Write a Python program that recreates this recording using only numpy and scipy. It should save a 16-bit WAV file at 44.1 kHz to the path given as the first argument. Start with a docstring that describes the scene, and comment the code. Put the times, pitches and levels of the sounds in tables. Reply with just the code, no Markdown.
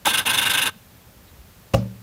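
"""Two rasping whirs in quick succession, the second longer, then about a second later a soft, hollow thump.
A lens focus motor close to the microphone takes up its gear slack with a clack and a hollow knock.
Tooth clicks and friction, stronger once per turn, ring the plastic barrel and small gears over a churn.
Scuffing contacts and decaying sine modes make the thump; filtered noise makes its echo, faint handling,
low room rumble and hiss."""
import sys
import numpy as np
from scipy import signal
from scipy.fft import rfft, irfft
from scipy.io import wavfile
from scipy.ndimage import uniform_filter1d

SR = 44100
rng = np.random.default_rng(int(sys.argv[2]) if len(sys.argv) > 2 else 0)


def transcribe(u):
    """Save the signal u as a 16-bit wav file named by the first command-line argument.

    u: samples, shape (n,) or (channels, n), limited to [-1, 1]; the rate is SR.
    q: integer samples, one column per channel.
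    """
    v = np.clip(np.atleast_2d(u).T, -1, 1)
    q = np.round(v * 32767).astype(np.int16)
    wavfile.write(sys.argv[1], SR, q)


N = 89126
T, HZ = np.arange(N) / SR, np.fft.rfftfreq(N, 1 / SR)

# Motor runs. Each row: start in seconds, stop in seconds, relative level in dB.
MOTOR_RUNS = [(0.049, 0.223, -29.5), (0.251, 0.696, -28.5)]
# Harder rubbing once per turn. Each row: start in seconds, length in seconds, relative level in dB.
TURN_RUBS = [(0.052, 0.03, -19), (0.081, 0.037, -19.5), (0.131, 0.029, -18.5), (0.17, 0.031, -18),
             (0.256, 0.031, -19), (0.29, 0.028, -18), (0.33, 0.031, -19), (0.372, 0.031, -18.5),
             (0.411, 0.032, -20), (0.449, 0.035, -20.5), (0.493, 0.03, -18.5), (0.532, 0.029, -19),
             (0.57, 0.031, -19), (.613, .028, -18.5), (0.653, 0.028, -19.5)]
# Barrel resonances. Each row: frequency in Hz, width in Hz, relative level in dB.
BARREL_MODES = [(916, 79, -8), (1050, 55, -8), (1315, 55, -8), (1527, 50, -1), (1578, 57, -1),
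                (1765, 150, -10), (2157, 160, -8), (2555, 176, -5), (2803, 85, 1), (3030, 180, -6),
                (3416, 140, -2.5), (3612, 195, -3.5), (3860, 260, -11), (4370, 340, -17.5)]
# Small-gear resonances. Each row: frequency in Hz, width in Hz, relative level in dB.
GEAR_MODES = [(5024, 256, -5), (5720, 300, -9), (6270, 170, -2.5), (6980, 350, -9.5), (7790, 600, -10),
              (9050, 380, 0.5), (10280, 200, 0.5), (10720, 210, -6), (11160, 320, -2), (11650, 180, -7),
              (12220, 340, -5.5), (13640, 380, -9), (14400, 400, -10.5), (15600, 500, -16)]
# Spectrum of the motor's steady churn. Each row: frequency in Hz, relative density in dB per Hz.
CHURN_SPECTRUM = [(20, -45), (55, -17), (100, -3.5), (170, -5), (290, -3.5), (390, -12.5), (480, -5),
                  (680, -8), (930, -1), (1180, -4.5), (1420, -4.5), (1560, 3), (1800, -7), (2500, -12),
                  (3600, -10.5), (5000, -21), (16000, -39)]
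# Gear slack taken up. Each row: start in seconds, relative level in dB, pitch in Hz, width in Hz,
# decay constant in seconds.
SLACK_CLACKS = [(.0565, -15.5, 7400, 2000, 0.001), (.056, -27, 14500, 2310, 0.0027),
                (.059, -25.5, 920, 210, 0.014), (0.067, -23, 9700, 6000, 0.013),
                (0.066, -17, 750, 350, 0.0065), (0.071, -21.5, 1250, 604, 0.014),
                (0.076, -21, 313, 258, 0.0056)]
# Contacts of the thump. Each row: start in seconds, relative level in dB.
THUMP_CONTACTS = [(1.736, -23), (1.7385, -21.5), (1.743, -17.5), (1.7465, -17.5)]
# Spectrum of the contacts. Each row: frequency in Hz, relative density in dB per Hz.
SCUFF_SPECTRUM = [(30, -32), (100, 1), (330, -2), (550, 3.5), (1100, -0.5), (1650, -12), (1950, -5.5),
                  (2300, -15), (2700, -9), (3600, -14), (5300, -13), (8000, -18.5), (11000, -23.5),
                  (16000, -22)]
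# Modes of the hollow body. Each row: frequency in Hz, mean level in dB, t60 in seconds.
BODY_MODES = [(65, -22, .3), (97, -23.5, .15), (114.7, -13.5, .32), (115.1, -29, .85), (172, -19.5, 0.14),
              (190, -20.5, 0.57), (222.8, -24, 0.31), (291.6, -25.5, 0.17), (476, -29, 0.16),
              (544.6, -11, .05), (556.7, -23, 0.19), (649, -24.5, 0.14), (716, -29, 0.072),
              (802, -25.5, 0.11)]
# Spectrum of the room's answer to the thump. Each row: frequency in Hz, relative density in dB per Hz.
ECHO_SPECTRUM = [(40, -24), (120, -12), (250, -2.5), (400, -9.5), (560, 10), (800, -12), (1100, -9.5),
                 (1700, -22.5), (2700, -23), (3600, -26), (5300, -20.5), (8000, -19.5), (16000, -26)]
# Handling rubs and bumps. Each row: start in seconds, length in seconds, relative level in dB,
# pitch in Hz, width in Hz.
HANDLING_BUMPS = [(.005, 0.015, -44.5, 100, 70), (0.263, 0.0083, -34.5, 91, 70),
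                  (0.731, 0.039, -54, 206, 70), (0.907, 0.039, -49, 65, 50), (1.003, .012, -61, 3260, 500),
                  (1.275, 0.019, -56.5, 3900, 700), (1.324, 0.0082, -44, 80, 70),
                  (1.378, 0.02, -42, 52, 30), (1.78, .007, -49, 5130, 450)]
# Room decay. Each row: frequency in Hz, t60 in seconds.
ROOM_T60 = [(60, 0.44), (250, 0.73), (700, 0.2), (3000, 0.5), (8000, 0.14), (16000, 0.11)]
# Spectrum of the room rumble. Each row: frequency in Hz, relative density in dB per Hz.
RUMBLE_SPECTRUM = [(20, -8), (34, -4), (58, -4.5), (116, -2.5), (138, -11.5), (177, -5), (285, -17.5),
                   (574, -16.5), (700, -20), (1480, -22.5), (4000, -27), (9670, -31), (13000, -30.5),
                   (16000, -36)]
# Faint bands in the microphone's hiss. Each row: frequency in Hz, width in Hz, relative level in dB.
HISS_BANDS = [(11630, 960, -6), (14100, 500, -4), (14820, 380, 0.5)]

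SPIN_UP_S, COAST_S = 0.003, 0.0045
EASE_S, EASE_DB = 0.016, -2  # level change over the end of each run
IDLE_DB, IDLE_START_S, IDLE_STOP_S = -39.5, 0.226, 0.2406  # gears tick over between the runs
GRIP_S, SLIP_S, ARCH_DB = 0.0047, 0.0047, 4  # rise, decay constant, edge drop of each rub
TEETH_HZ, TOOTH_JITTER, TOOTH_SPREAD_DB = 1133, 0.12, 1.5
TOOTH_SHARE = 0.34  # power share of clicks; the rest is friction
BARREL_DB, GEARS_DB, CHURN_DB = -0.5, -6, -1.5
BARREL_RUN_DB, GEARS_RUN_DB = -3.5, -5  # steady running against the rubs
GEARS_SWING = 1.32  # exponent on the rubs
KNOCK_S, KNOCK_HZ, KNOCK_DB, KNOCK_RISE_S, KNOCK_T60_S = 0.0695, 833, -8.5, 0.00665, 0.015
THUMP_S, SCUFF_DECAY_S = 1.7385, 0.0021
CRACK_HZ, CRACK_WIDTH_HZ, CRACK_DB, CRACK_DECAY_S = 2720, 420, -26, 0.0077
BODY_RISE_S, BODY_HOLD_S = 0.0031, 0.01
BODY_WAVER = 0.28  # rms, as a fraction of level and as phase in radians
ECHO_DB, ECHO_RISE_S = -25, 0.019
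MOTOR_WET_DB, RUMBLE_DB, HISS_DB = -29.5, -49, -61
LOW_CUT_HZ, EDGE_HZ = 44, 15820


def motor():
    """Teeth drive barrel and gears, harder on each turn, over a churn; each run's level eases, then stops."""
    running = amp(IDLE_DB) * gate(IDLE_START_S, IDLE_STOP_S, SPIN_UP_S, COAST_S)
    for start, stop, db in MOTOR_RUNS:
        easing_db = EASE_DB * np.clip(1 - (stop - T) / EASE_S, 0, 1)
        running = running + amp(db + easing_db) * gate(start, stop, SPIN_UP_S, COAST_S)

    rubbing = np.zeros(N)
    for start, length, db in TURN_RUBS:
        position = 2 * (T - start) / length - 1
        arch_db = -ARCH_DB * np.minimum(position ** 2, 1)
        rubbing += amp(db + arch_db) * gate(start, start + length, GRIP_S, SLIP_S)

    peak = rubbing.max()
    barrel_force = np.hypot(amp(BARREL_RUN_DB) * running, rubbing)
    gear_force = np.hypot(amp(GEARS_RUN_DB) * running, peak * (rubbing / peak) ** GEARS_SWING)
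    drive = shifting(teeth())
    barrel = colour(drive * barrel_force, peaks(BARREL_MODES, skirt=1.98))
    gears = colour(drive * gear_force, peaks(GEAR_MODES, skirt=1.42))
    churn = colour(teeth() * running, amp(read(CHURN_SPECTRUM, HZ)))
    return amp(BARREL_DB) * barrel + amp(GEARS_DB) * gears + amp(CHURN_DB) * churn


def teeth():
    """Tooth clicks of uneven spacing, sign and level, mixed with sliding friction as white noise."""
    rate_hz = TEETH_HZ * (1 + TOOTH_JITTER * unit(uniform_filter1d(noise(), size=60)))
    clicks = np.diff(np.floor(np.cumsum(rate_hz) / SR), prepend=0)  # one per whole cycle
    clicks = clicks * np.sign(noise()) * amp(TOOTH_SPREAD_DB * noise())
    return np.sqrt(TOOTH_SHARE) * unit(clicks) + np.sqrt(1 - TOOTH_SHARE) * noise()


def shifting(x, patchy_db=2.0):
    """As the teeth meet differently, the rasp's weight shifts between neighbouring bands."""
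    z = signal.stft(x, SR, nperseg=256)[2]
    patches = rng.standard_normal(z.shape[::-1])
    patches = uniform_filter1d(patches, size=7, axis=0)  # over time
    patches = uniform_filter1d(patches, size=2, axis=1)  # over frequency
    return signal.istft(z * amp(patchy_db * unit(patches).T), SR, nperseg=256)[1][:N]


def take_up(rise_s=0.0006, hold_s=0.00067):
    """Gear slack closes in resonant noise clacks; a sine knock follows as the lens group starts to move."""
    clacks = np.zeros(N)
    for start, db, hz, width, decay in SLACK_CLACKS:
        burst = noise() * gate(start, start + hold_s, rise_s, decay)
        clacks += amp(db) * colour(burst, peaks([(hz, width, 0)], skirt=1.37))
    ring = gate(KNOCK_S, KNOCK_S + KNOCK_RISE_S, KNOCK_RISE_S, KNOCK_T60_S / np.log(1000))
    return clacks + amp(KNOCK_DB) * ring * np.sin(2 * np.pi * KNOCK_HZ * (T - KNOCK_S))


def thump(rise_s=0.00049, hold_s=0.00076):
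    """Scuffing contacts and a short crack; the hollow body's modes boom on unevenly and the room answers."""
    contact = sum(amp(db) * gate(s, s + hold_s, rise_s, SCUFF_DECAY_S) for s, db in THUMP_CONTACTS)
    scuffs = colour(noise() * contact, amp(read(SCUFF_SPECTRUM, HZ)))

    burst = noise() * gate(THUMP_S, THUMP_S + hold_s, rise_s, CRACK_DECAY_S)
    crack = amp(CRACK_DB) * colour(burst, peaks([(CRACK_HZ, CRACK_WIDTH_HZ, 0)], skirt=1.9))

    boom = np.zeros(N)
    for hz, db, t60 in BODY_MODES:
        envelope = gate(THUMP_S, THUMP_S + BODY_HOLD_S, BODY_RISE_S, t60 / np.log(1000))
        level = amp(db) * envelope * (1 + BODY_WAVER * waver())
        boom += level * np.sin(2 * np.pi * hz * (T - THUMP_S) + BODY_WAVER * waver())
    return scuffs + crack + boom + echo()


def waver(rate_hz=35):
    """Smooth random wandering of rms 1: noise through a Gaussian low-pass."""
    return unit(irfft(rfft(noise()) * np.exp(-(HZ / rate_hz) ** 2), N))


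def echo():
    """The room's answer to the thump: coloured noise, each band dying at its own speed."""
    hz, t, z = signal.stft(colour(noise(), amp(read(ECHO_SPECTRUM, HZ))), SR, nperseg=256)
    decay_db = -60 * np.maximum(t - THUMP_S, 0) / read(ROOM_T60, hz)[:, None]
    tail = signal.istft(z * amp(decay_db), SR, nperseg=256)[1]
    return amp(ECHO_DB) * tail[:N] * np.clip((T - THUMP_S) / ECHO_RISE_S, 0, 1)


def handling(rise_s=0.0055, fall_s=0.008):
    """Faint, soft rubs and bumps: noise bursts through one resonance each."""
    bumps = np.zeros(N)
    for start, length, db, hz, width in HANDLING_BUMPS:
        burst = noise() * gate(start, start + length, rise_s, fall_s)
        bumps += amp(db) * colour(burst, peaks([(hz, width, 0)], skirt=2.0))
    return bumps


def room(x):
    """Diffuse tail of a small room: convolution with noise, each band dying at its own speed."""
    hz, t, z = signal.stft(rng.standard_normal(SR // 2), SR, nperseg=256)
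    decay_db = -60 * t / read(ROOM_T60, hz)[:, None]
    tail = signal.istft(z * amp(decay_db), SR, nperseg=256)[1]
    return signal.fftconvolve(x, tail / np.linalg.norm(tail))[:N]


def background():
    """Low room rumble and microphone hiss with a few faint high bands, both filtered noise."""
    rumble = unit(colour(noise(), amp(read(RUMBLE_SPECTRUM, HZ))))
    hiss = unit(colour(noise(), peaks(HISS_BANDS, skirt=2.2)))
    return amp(RUMBLE_DB) * rumble + amp(HISS_DB) * hiss


def noise():
    """White noise of rms 1."""
    return rng.standard_normal(N)


def gate(start, stop, rise, fall):
    """Straight attack, hold, exponential release; all times in seconds."""
    return np.clip((T - start) / rise, 0, 1) * np.exp(-np.maximum(T - stop, 0) / fall)


def peaks(modes, skirt=1.5):
    """Gain curve of a set of resonances, their powers summed; a higher skirt falls off faster far out."""
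    power = 0
    for hz, width, db in modes:
        detuning = 2 * (HZ - hz) / width
        power = power + amp(db) ** 2 / (1 + detuning ** 2 / skirt) ** skirt
    return np.sqrt(power)


def colour(x, gain):
    """Causal minimum-phase filter with the given gain curve, scaled to keep white noise at its rms."""
    shape = gain / gain.max()
    cepstrum = irfft(np.log(np.maximum(shape, 1e-5)), N)
    cepstrum[1:N // 2] *= 2  # fold onto positive time
    cepstrum[N // 2 + 1:] = 0
    return irfft(rfft(x) * np.exp(rfft(cepstrum)), N) / np.sqrt(np.mean(shape ** 2))


def read(points, hz):
    """Reads a table on a log-frequency axis."""
    f, value = np.transpose(points)
    return np.interp(np.log(hz + 1), np.log(f + 1), value)


def unit(x):
    """Scales to rms 1."""
    return x / np.sqrt(np.mean(x ** 2) + 1e-20)


def amp(db):
    """Decibels to gain."""
    return 10 ** (np.asarray(db) / 20)


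def scene():
    """The lens with its room tail, the thump, the handling and the background."""
    lens = motor() + take_up()
    wet = amp(MOTOR_WET_DB) * room(lens)
    return (lens + wet + thump() + handling() + background())[None]


def record(dry):
    """The microphone's low cut and the recorder's band limit."""
    low_cut = signal.butter(4, LOW_CUT_HZ, "high", fs=SR, output="sos")
    thin = signal.sosfilt(low_cut, dry)
    band_limit = signal.firwin(511, EDGE_HZ, window=("kaiser", 9), fs=SR)
    return signal.oaconvolve(thin, band_limit[None], "same")


dry = scene()
out = record(dry)
transcribe(out)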